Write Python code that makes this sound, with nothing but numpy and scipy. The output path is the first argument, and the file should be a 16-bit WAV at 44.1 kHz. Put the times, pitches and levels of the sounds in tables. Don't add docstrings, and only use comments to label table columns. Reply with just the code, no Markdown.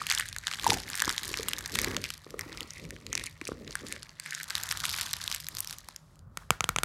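import sys
import numpy as np
from scipy import signal
from scipy.fft import rfft, irfft, next_fast_len
from scipy.io import wavfile
from scipy.ndimage import uniform_filter1d

SR = 44100
rng = np.random.default_rng(int(sys.argv[2]) if len(sys.argv) > 2 else 0)


def field_ratio(decibels):
    return 10 ** (np.asarray(decibels, dtype=float) / 20)


def materialize(psi):
    bounded = np.clip(np.atleast_2d(psi).T, -1, 1)
    quanta = np.round(bounded * 32767).astype(np.int16)
    wavfile.write(sys.argv[1], SR, quanta)


N = 301768

# start in
# seconds, peak level in dB, ringing pitch in Hz, level of the bright spray in dB.
SKIN_SNAPS = [(0.0381, -33.5, 2970, -43), (0.0678, -16.5, 3570, -20.5), (0.0907, -22, 3600, -41),
              (0.1003, -13, 4140, -14), (0.1072, -14, 2330, -25), (0.1135, -11, 3320, -26),
              (0.1232, -16.5, 2260, -18.5), (0.1371, -24, 1700, -35), (0.1499, -14.5, 5900, -16.5),
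              (0.1632, -33, 4780, -35), (0.1771, -14.5, 3230, -39), (0.185, -22, 4930, -20),
              (0.1979, -16, 1780, -13.5), (0.2088, -19.5, 3250, -26.5), (0.2626, -37, 4260, -33),
              (0.2818, -32, 4290, -38), (0.2875, -26, 6940, -26), (0.328, -25, 3600, -32),
              (0.3635, -22, 1720, -26), (0.3847, -26.5, 4060, -21.5), (0.4379, -32.5, 4720, -48),
              (0.4699, -11.5, 3360, -23.5), (0.4802, -19, 1660, -29.5), (0.4852, -27, 3120, -44),
              (0.5135, -21.5, 1830, -30.5), (0.5271, -22, 3190, -31.5), (0.5366, -19.5, 3300, -40),
              (0.5433, -23.5, 3640, -27.5), (0.5563, -32, 6680, -41.5), (0.5876, -30.5, 3600, -38.5),
              (0.5969, -19, 3510, -33.5), (0.6349, -32, 4820, -26.5), (0.6437, -16.5, 6650, -25),
              (0.6661, -18.5, 1130, -19.5), (0.6775, -16, 6010, -25), (0.6912, -19.5, 6040, -33.5),
              (0.7, -13.5, 3180, -18.5), (0.7042, -4.5, 4640, -18), (0.7324, -13, 6200, -23),
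              (0.7427, -14.5, 4800, -25.5), (0.7723, -25.5, 1720, -36), (0.7861, -26, 3680, -35),
              (0.8012, -26.5, 4740, -29), (0.8351, -28, 5060, -41),
              (0.901, -29, 1850, -25), (0.933, -19, 3980, -34.5), (0.9424, -26, 1570, -39),
                    (0.954, -22, 5300, -21), (0.9645, -30, 4500, -28.5), (0.9758, -20, 3400, -23),
                    (0.9844, -27, 6270, -32), (0.9958, -16.5, 2970, -23.5), (1.0024, -14, 4690, -20.5),
                    (1.021, -11, 1660, -14.5), (1.0394, -22.5, 1660, -40), (1.0479, -19.5, 4070, -26),
                    (1.0554, -20, 6140, -25.5), (1.0785, -19, 1130, -30.5), (1.0937, -11, 4660, -20),
                    (1.1023, -15, 1760, -36), (1.111, -24, 6140, -25.5), (1.126, -25, 5990, -28.5),
                    (1.146, -30, 1940, -37), (1.18, -11.5, 5670, -24), (1.1945, -30, 6140, -37),
                    (1.233, -22, 4050, -27), (1.2546, -31, 5790, -26), (1.279, -25, 5920, -25),
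                    (1.291, -28, 4840, -28.5), (1.3157, -29, 5340, -41), (1.331, -25, 5900, -36.5),
                    (1.3412, -18, 1910, -40.5), (1.366, -31, 1890, -46), (1.373, -17.5, 4820, -24),
                    (1.3875, -19.5, 3940, -38), (1.3985, -26, 4030, -45.5), (1.431, -21.5, 4090, -26.5),
              (1.4849, -14.5, 2930, -15.5), (1.4895, -37, 5190, -17.5), (1.4983, -25, 4010, -48),
                     (1.5148, -27, 1900, -39), (1.5336, -13, 3600, -22.5), (1.5654, -27, 3880, -49),
                     (1.584, -19, 6900, -25.5), (1.589, -24.5, 5990, -28), (1.608, -27.5, 1850, -31.5),
                     (1.6598, -19, 3930, -28.5), (1.677, -31, 6100, -30.5), (1.72, -28.5, 5620, -29),
                     (1.7511, -23, 5600, -22.5), (1.7552, -14.5, 1960, -18), (1.7885, -9.5, 2010, -18),
                     (1.797, -18.5, 6830, -28.5), (1.8162, -22, 5810, -17), (1.8453, -14.5, 4020, -19.5),
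                     (1.871, -31, 2090, -43), (1.8834, -24.5, 6060, -30.5), (1.9147, -23, 2270, -35.5),
                     (1.9457, -26, 2000, -35), (1.9664, -13, 4020, -30), (2.0408, -14, 3330, -27),
                     (2.0492, -24, 2300, -43), (2.0553, -23, 3140, -41), (2.0898, -31, 3150, -50),
                     (2.1035, -20, 2940, -25), (2.1388, -26.5, 5230, -33.5),
              (2.245, -35, 4260, -58), (2.306, -31, 6340, -38.5), (2.3929, -21.5, 1980, -22),
                    (2.4103, -21, 6040, -31), (2.521, -32, 1830, -49), (2.528, -28.5, 5200, -48),
                    (2.5737, -25.5, 5880, -37), (2.6067, -19.5, 3120, -26.5), (2.63, -27.5, 4300, -39),
                    (2.7065, -25, 5800, -37), (2.735, -36, 5000, -37), (2.781, -37, 5000, -38),
                    (2.852, -36, 2280, -42), (2.9066, -30.5, 1900, -30.5), (2.9639, -34.5, 1960, -54),
                    (3.066, -25, 3970, -31), (3.1292, -14, 6240, -24), (3.1527, -11, 6300, -24),
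                    (3.1769, -18.5, 2320, -22), (3.196, -26, 3900, -33), (3.239, -22.5, 4550, -25),
                    (3.26, -42, 6420, -25), (3.265, -23, 6900, -25.5), (3.414, -24, 2380, -40),
                    (3.453, -25.5, 5320, -38), (3.4707, -26, 2420, -37), (3.4767, -24, 6760, -28),
                    (3.4822, -26, 6980, -33), (3.5188, -33, 1360, -53), (3.647, -38, 5130, -61),
                    (3.6774, -28.5, 3030, -48), (3.7086, -27, 5020, -43), (3.727, -29, 4500, -42),
                    (3.7542, -18.5, 1650, -19), (3.8093, -35, 1960, -44), (3.867, -29, 4700, -34),
                    (3.8849, -31, 6400, -32), (3.919, -33, 2000, -50), (3.9245, -20, 2160, -21),
                    (3.963, -27.5, 2000, -47), (4.024, -32, 4780, -50), (4.0302, -25, 4630, -28.5),
                    (4.093, -30.5, 4310, -47), (4.1987, -23, 4370, -23.5),
              (4.2607, -26, 1880, -28.5), (4.308, -26, 4320, -26), (4.3314, -26.5, 1750, -32),
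                   (4.3492, -19.5, 6700, -30.5), (4.4133, -33, 4460, -40), (4.432, -29, 5150, -23.5),
                   (4.4415, -27, 4270, -29.5), (4.5002, -27, 5060, -28.5), (4.5051, -16, 3700, -26.5),
                   (4.5531, -11, 3720, -21), (4.58, -22, 3490, -28.5), (4.635, -23, 5700, -19),
                   (4.6684, -47, 6460, -31.5), (4.69, -23.5, 3660, -23), (4.708, -25, 4410, -27.5),
                   (4.712, -12, 4900, -27.5), (4.719, -23, 3940, -23.5), (4.7246, -18.5, 1700, -23.5),
                   (4.7729, -21, 4390, -26.5), (4.8027, -19, 4460, -24), (4.837, -21, 4010, -34.5),
                   (4.8396, -20.5, 1270, -28), (4.846, -22.5, 4310, -30), (4.8535, -15, 3150, -17.5),
                   (4.907, -20.5, 5060, -39.5), (4.9379, -21, 4540, -31), (4.9419, -18.5, 2050, -28),
                   (4.964, -27, 5900, -24), (4.9862, -18, 1760, -26.5), (4.9973, -23, 4480, -35),
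                   (5.0116, -13, 5430, -17), (5.0164, -21.5, 3790, -27.5), (5.0642, -24, 3320, -31),
              (5.1324, -18.5, 5300, -17), (5.1368, -15, 3900, -32), (5.2151, -22.5, 5000, -40),
                 (5.24, -24, 6370, -26), (5.2778, -14.5, 4600, -26), (5.315, -16, 4740, -26),
                 (5.3259, -17, 3980, -28), (5.347, -21.5, 2700, -20.5), (5.402, -27, 5090, -30),
                 (5.4063, -33, 5060, -32), (5.444, -30, 5360, -43), (5.4675, -24, 4500, -36),
                 (5.486, -25.5, 1820, -21), (5.5507, -27, 5960, -29), (5.5694, -17, 4600, -31),
                 (5.5854, -22.5, 6300, -25), (5.591, -29, 6780, -29), (5.6046, -27, 4970, -15),
                 (5.646, -29, 6350, -33), (5.6737, -23.5, 5670, -27), (5.685, -38, 4260, -39),
                 (5.697, -23, 5460, -37), (5.7089, -24, 4480, -28), (5.7274, -24.5, 5700, -33),
                 (5.734, -36, 4050, -36), (5.785, -30, 6440, -31.5), (5.8867, -25, 5340, -30),
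                 (5.9621, -27.5, 5700, -32)]
LAST_TICKS = [
    (6.157, -53, 4020, -52),
    (6.192, -48, 4970, -50),
]
SNAP_DAMPING = 0.22
SPRAY_DB, WIDE_DB = 0.5, 1

# time in seconds, sheen in dB.
SHEEN = [(0, -1.5), (2.3, 3), (2.75, -3), (3.4, -3.5), (4.15, -5), (4.4, 0.5), (5.7, 5), (6.1, -0.5)]

# start in seconds, length in seconds, pressure in dB,
# share of rim scrape in dB, bite of the thread in dB.
STROKES = [(0, 5.95, -63.5, 4.5, 2), (0, 0.017, -46.5, 5.5, -8.5), (0.101, 0.1, -41, 6.5, -4.5),
           (0.471, 0.19, -47, 6.5, -2), (0.651, 0.099, -40.5, 3, -2.5), (0.881, 0.25, -47.5, 5.5, 1),
           (1.118, 0.27, -45.5, 3.5, -1), (1.356, 0.49, -51, 6.5, 2), (1.752, 0.092, -41, 4, -15),
           (1.833, 0.11, -50.5, 10, 11), (2.023, 0.063, -49.5, 5.5, -15), (2.403, 0.26, -57.5, 9, 10.5),
           (2.69, 0.13, -55, 6, -2), (3.131, 0.12, -51.5, 8, -4), (3.456, 0.046, -56, 0, -15),
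           (3.694, 0.11, -55, 5.5, -1), (3.873, 0.076, -53, 8.5, 1.5), (4.265, 0.14, -47.5, 6.5, -7),
           (4.505, 0.3, -47, 6, 2), (4.835, 0.23, -41.5, -0.5, -0.5), (5.106, 0.25, -45.5, -0.5, -2.5),
           (5.506, 0.25, -53, -14, 1.5), (5.788, 0.15, -61.5, -15, -4), (5.948, 0.2, -71.5, -5, -2),
           (6.405, 0.02, -64.5, 2, 10)]
PRESS_DB_PER_S, LIFT_DB_PER_S, THREAD_LIFT_DB_PER_S = 232.5, 133, 300
SMOOTH_FROM_S = 5.99

PATCH_HZ = [2300, 3300, 4600, 6400, 8750]
SLIP_T60_S = 0.006

# frequency in Hz, level in dB.
FIZZ_TONE = [(880, -35), (1500, -11), (2690, -2), (4040, 3), (8160, -1), (12100, -4.5), (16000, -31)]
SCRAPE_TONE = [(1100, -15), (1600, 10.5), (2100, 4.5), (2700, -6), (4000, -29.5)]

# time in seconds, pitch in Hz.
RIM_PITCH = [(0, 1846), (2, 1890), (2.599, 2210), (3.9, 2003), (4.8, 1667), (5.4, 1892)]
RIM_REST_HZ = 1850

# start in seconds, peak level in dB, ringing pitch in Hz,
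# time to die by 60 dB in seconds.
KNOCKS = [(0.016, -11.5, 1220, 0.011), (0.642, -20, 1080, 0.02), (0.665, -5, 908, 0.021),
          (0.719, -13, 855, 0.022), (0.766, -27, 724, 0.029), (1.016, -36, 1090, 0.025),
          (1.077, -10.5, 293, 0.009), (1.29, -30, 353, 0.022), (1.313, -26, 386, 0.018),
          (1.395, -23.5, 440, 0.032), (2.265, -24.5, 397, 0.01), (2.341, -21, 458, 0.017),
          (3.415, -26.5, 310, 0.023), (3.489, -17.5, 460, 0.014), (3.518, -11, 355, 0.0082),
          (3.833, -36, 400, 0.045), (5.887, -19.5, 960, 0.0058), (2.851, -38, 168, 0.089),
          (6.2, -43, 85, 0.071), (6.262, -43, 118.6, 0.056)]

# frequency in Hz, level in dB.
THREAD_TONE = [(540, -13.5), (900, -2.5), (1200, 1), (1450, -5), (2000, -27)]
NECK_HUM_DB = -65

# start in seconds, peak level in dB, level of the thud in dB.
TAPS = [
    (6.372, -11, -26),
    (6.505, 3.5, -21),
    (6.606, -3, -23.5),
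    (6.641, -5, -24),
    (6.69, -1.5, -20),
    (6.761, -3.5, -24),
    (6.785, -5, -28),
    (6.833, -1.5, -18),
]

# pitch in Hz, width in Hz, level in dB.
LID_INDEX = [(1366, 234, 2), (1860, 130, -8), (2210, 160, -6), (3600, 1100, -12), (5430, 540, -14.5),
             (6700, 930, -6), (8050, 570, -4), (8700, 150, -24), (9400, 560, -9.5), (11600, 520, -8),
             (12200, 630, -27)]
LID_MIDDLE = [(1310, 147, 0), (2310, 510, -4), (3700, 260, -17), (4690, 370, -18), (6470, 1100, -7),
              (7440, 270, -17), (8460, 280, -24), (9190, 260, -18), (9500, 370, -18), (10650, 380, -17)]
LID_RING = [(1270, 970, -8), (3160, 380, -3.5), (4260, 210, -25), (5090, 290, -20), (6700, 380, -8.5),
            (7460, 230, -12), (8180, 520, -11), (8750, 170, -25), (9200, 350, -20), (10400, 450, -17)]
LID_FLAT = [(1246, 310, 0), (2250, 210, -6), (2980, 600, -8.5), (5300, 560, -16.5), (6770, 580, -14),
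            (7470, 680, -8), (8200, 340, -10), (9240, 460, -12), (10500, 210, -32), (11950, 550, -14)]
FINGERS = [LID_INDEX, LID_FLAT, LID_MIDDLE, LID_RING, LID_INDEX, LID_MIDDLE, LID_RING, LID_INDEX]

# start in seconds, length in seconds, force in dB.
SHOVES = [(0, 0.018, -51), (0.672, 0.075, -34), (.8, 0.095, -47.5), (1.044, 0.033, -42), (1.248, 0.38, -47),
          (1.748, 0.23, -35.5), (2.306, .32, -46.5), (2.825, 0.12, -43), (3.056, 0.15, -44.5),
          (3.495, 0.2, -44), (3.829, 0.12, -44), (5.522, 0.069, -57)]
PUSH_DB_PER_S, SETTLE_DB_PER_S, REST_DB = 291, 187, -66.5

# frequency in Hz, level in dB.
DRAG_TONE = [(120, 1.5), (220, 8), (420, 4.5), (560, 0), (1100, -37.5)]
RUMBLE_TONE = [(15, -40), (30, -10.5), (46, 3.5), (68, -4.5), (102, 2), (124, -6), (188, -11.5),
               (300, -26.5), (390, -36.5), (660, -120)]

# time in seconds, level in dB.
HAND_WEIGHT = [(0, -52.5), (.5, -54.5), (1.2, -57.5), (2.05, -51), (2.3, -70), (2.7, -61), (3.3, -54.5),
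               (3.9, -63.5), (4.27, -70), (4.55, -53.5), (5.65, -56), (6.0, -63.5), (6.84, -54)]
RUMBLE_FOLLOW_DB, SWAY_DB, SWAY_S = -9, 3, 0.1

# frequency in Hz, time to die by 60 dB in seconds.
ROOM_DECAY = [(300, 0.44), (1500, 0.27), (6000, 0.27), (14000, 0.22)]

# frequency in Hz, level in dB.
HUSH_TONE = [(120, -20), (200, -15), (440, -22.5), (560, -4), (806, -15), (1320, -12), (2560, -30.5),
             (16000, -53.5)]
HUSH_DB = -71.5
HUM_HZ, HUM_WIDTH_HZ, HUM_DB = 154.4, 8.8, -61.5

TOP_HZ, EDGE_HZ, TOP_GATE_DB = 15950, 16650, -66


def snaps():
    out, t = np.zeros(N), np.arange(500) / SR
    band, top, glare = (signal.butter(3, edges, "band", output="sos", fs=SR)
                        for edges in ([1150, 7200], [6500, 10500], [10000, 13500]))
    sheen = field_ratio(along(SHEEN) - 5.0)
    attack = 1 - np.exp(-t / 0.00012)
    shape = attack * (field_ratio(-60 * t / 0.0034) + field_ratio(-20 - 60 * t / 0.016))
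    rows = (SKIN_SNAPS + LAST_TICKS)
    for (s, db, hz, spray_db), noise in zip(rows, rng.standard_normal((len(rows), 3, 500))):
        tear = noise * shape
        cap = peaked(ring(tear[0], hz, SNAP_DAMPING * hz))
        rip = field_ratio(WIDE_DB) * peaked(ring(tear[1], 1500 + hz, 5300))
        body = field_ratio(db) * peaked(signal.sosfilt(band, cap + rip))
        bright = peaked(signal.sosfilt(top, tear[2]))
        bright += sheen[round(s * SR)] * peaked(signal.sosfilt(glare, tear[2]))
        add(out, s - 0.0003, body + field_ratio(spray_db + SPRAY_DB) * bright)
    return out


def skin_rub():
    rim_db = np.array(STROKES)[:, 3]
    skin, low_slips = crackle_of_skin()
    skin = np.where(np.arange(N) < SMOOTH_FROM_S * SR, evened(skin), rng.standard_normal(N))
    fizz = field_ratio(stroke() + 1.0) * colour(skin, FIZZ_TONE)
    rough = low_slips + 1.1 * rng.standard_normal(N)
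    scrape = field_ratio(stroke(rim_db) - 5.5) * colour(rough, SCRAPE_TONE)
    return fizz + shifted(scrape, along(RIM_PITCH) - RIM_REST_HZ)


def crackle_of_skin():
    patches = [evened(ring(grit(160, 5.9, 0.37, SLIP_T60_S), hz, 0.5 * hz)) for hz in PATCH_HZ]
    wide = grit(260, 8.7, 0.12, SLIP_T60_S)
    broad = 2.03 * evened(ring(wide, 5000, 6500))
    fine = field_ratio(along(SHEEN) + 4.5) * evened(ring(wide, 12000, 5000))
    return sum(patches) + broad + fine, patches[0]


def knocks():
    out, t = np.zeros(N), np.arange(4000) / SR
    swell = 1 - np.exp(-t / 0.0021)
    for s, db, hz, t60 in KNOCKS:
        tone = np.sin(2 * np.pi * hz * t)
        if 200 < hz < 600:
            tone += field_ratio(-5.5 - 60 * t / 0.031) * np.sin(2 * np.pi * (hz + 750) * t)
        add(out, s, field_ratio(db + 2.5 - 60 * t / t60) * swell * tone)
    return out


def thread_rub():
    bite_db = np.array(STROKES)[:, 4]
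    level = np.hypot(field_ratio(stroke(bite_db, THREAD_LIFT_DB_PER_S)), field_ratio(NECK_HUM_DB))
    return level * field_ratio(-7.0) * colour(grit(220, 1.3, 1.0, 0.0089), THREAD_TONE)


def taps():
    out, t = np.zeros(N), np.arange(2000) / SR
    sink = np.sin(np.pi * np.minimum(t / 0.0115, 1)) ** 2
    thud = -np.sin(2 * np.pi * 115 * t) * sink
    thud += field_ratio(-18.0 - 60 * t / 0.084) * np.sin(2 * np.pi * 490 * t)
    contact = 1 - np.exp(-t / 0.00015)
    for (s, db, thud_db), modes, noise in zip(TAPS, FINGERS, rng.standard_normal((len(TAPS), 2000))):
        blow = (t < 0.00004) + 0.07 * noise * field_ratio(-60 * t / 0.01)
        lid = np.zeros(len(t))
        for hz, width, mode_db in modes:
            sign = -1 if 2600 < hz < 4000 else 1
            lid += sign * field_ratio(mode_db) * width * ring(blow, hz, width)
        add(out, s + 0.00085, field_ratio(db - 5.5) * (peaked(contact * lid) + field_ratio(thud_db) * thud))
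    return out


def far_taps():
    out, click = np.zeros(N), np.arange(400) == 0
    hump = peaked(np.gradient(ring(click, 1380, 500)))
    for s, db, _ in TAPS:
        add(out, s, field_ratio(db - 13.0) * (hump + field_ratio(14.0) * click))
    return out


def shove_force():
    return field_ratio(gesture(SHOVES, np.array(SHOVES)[:, 2], PUSH_DB_PER_S, SETTLE_DB_PER_S, REST_DB))


def cloth_drag(shove):
    return shove * field_ratio(-5.0) * colour(grit(40, 4.4, 1.8, 0.036), DRAG_TONE)


def bedding_rumble(shove):
    span = round(SWAY_S * SR)
    sway = uniform_filter1d(rng.standard_normal(N), span)
    sway = evened(uniform_filter1d(sway, span))
    weight = field_ratio(along(HAND_WEIGHT) + 1.0 + SWAY_DB * sway)
    level = np.hypot(weight, field_ratio(RUMBLE_FOLLOW_DB) * shove)
    return level * colour(rng.standard_normal(N), RUMBLE_TONE)


def room(x):
    noise = rng.standard_normal(SR // 2)
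    hz, t, z = signal.stft(noise, SR, nperseg=256)
    f, t60 = np.transpose(ROOM_DECAY)
    z *= field_ratio(-60 * t / np.interp(np.log(hz + 1), np.log(f), t60)[:, None])
    tail = signal.istft(z, SR, nperseg=256)[1]
    tail = np.append(np.zeros(round(0.0115 * SR)), tail / np.linalg.norm(tail))
    return signal.fftconvolve(x, tail)[:N]


def room_hush():
    hush = field_ratio(HUSH_DB) * colour(rng.standard_normal(N), HUSH_TONE)
    drone = evened(ring(rng.standard_normal(N), HUM_HZ, HUM_WIDTH_HZ))
    return hush + field_ratio(HUM_DB) * drone


def grit(per_s, spread_db, smooth, t60):
    sizes = field_ratio(spread_db * np.minimum(rng.exponential(1, N), 2.6))
    slips = sizes * (rng.random(N) < per_s / SR)
    puffs = signal.lfilter([1], [1, -10 ** (-3 / (t60 * SR))], slips)
    return (smooth + evened(puffs)) * rng.standard_normal(N)


def gesture(rows, levels_db, rise, fall, rest_db=-90):
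    t = np.arange(0, N + 64, 64) / SR
    start, length = np.transpose(rows)[:2, :, None]
    before = rise * np.maximum(start - t, 0)
    after = fall * np.maximum(t - start - length, 0)
    db = np.array(levels_db)[:, None] - before - after
    return np.interp(np.arange(N) / SR, t, np.maximum(db.max(axis=0), rest_db))


def stroke(share_db=0, lift=LIFT_DB_PER_S):
    return gesture(STROKES, np.array(STROKES)[:, 2] + share_db, PRESS_DB_PER_S, lift)


def along(curve):
    return np.interp(np.arange(N) / SR, *np.transpose(curve))


def ring(x, hz, width):
    pole = np.exp((2j * np.pi * hz - np.pi * width) / SR)
    return signal.lfilter([1], [1, -pole], x).imag


def colour(x, points):
    f, db = np.transpose(points)
    size = next_fast_len(len(x))
    hz = np.fft.rfftfreq(size, 1 / SR)
    gain = field_ratio(np.interp(np.log(hz + 1), np.log(f + 1), db))
    return evened(irfft(rfft(x, size) * gain, size)[:len(x)])


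def shifted(x, hz):
    turning = np.exp(2j * np.pi * np.cumsum(hz) / SR)
    return (signal.hilbert(x, next_fast_len(N))[:N] * turning).real


def evened(x):
    return x / np.sqrt(np.mean(x ** 2) + 1e-20)


def peaked(x):
    return x / abs(x).max()


def add(mix, s, sound):
    part = mix[max(round(s * SR), 0):][:len(sound)]
    part += sound[:len(part)]


def scene():
    crackle = snaps() + knocks()
    shove = shove_force()
    rubbing = skin_rub() + thread_rub() + cloth_drag(shove) + bedding_rumble(shove)
    echoes = signal.lfilter(*signal.butter(1, 4000, fs=SR), room(crackle + far_taps()))
    mono = crackle + taps() + rubbing + field_ratio(-16.0) * echoes + room_hush()
    return np.array([mono, mono])


def band_limit(x):
    return signal.sosfilt(signal.butter(12, 16990, fs=SR, output="sos"), x)


def record(dry):
    cut = signal.sosfilt(signal.butter(8, 41, "high", output="sos", fs=SR), dry)
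    side = field_ratio(-40) * np.roll(cut[0], 90)
    stereo = cut + [side, -side]
    low, full = (signal.oaconvolve(stereo, signal.firwin(255, hz, window=("kaiser", 9), fs=SR)[None], "same")
                 for hz in (TOP_HZ, EDGE_HZ))
    top = full - low
    gate = uniform_filter1d(top[0] ** 2, size=300) > field_ratio(TOP_GATE_DB) ** 2
    opening = uniform_filter1d(gate * 1.0, size=200)
    return band_limit(low + 0.5 * top * opening)


dry = scene()
out = record(dry)
materialize(out)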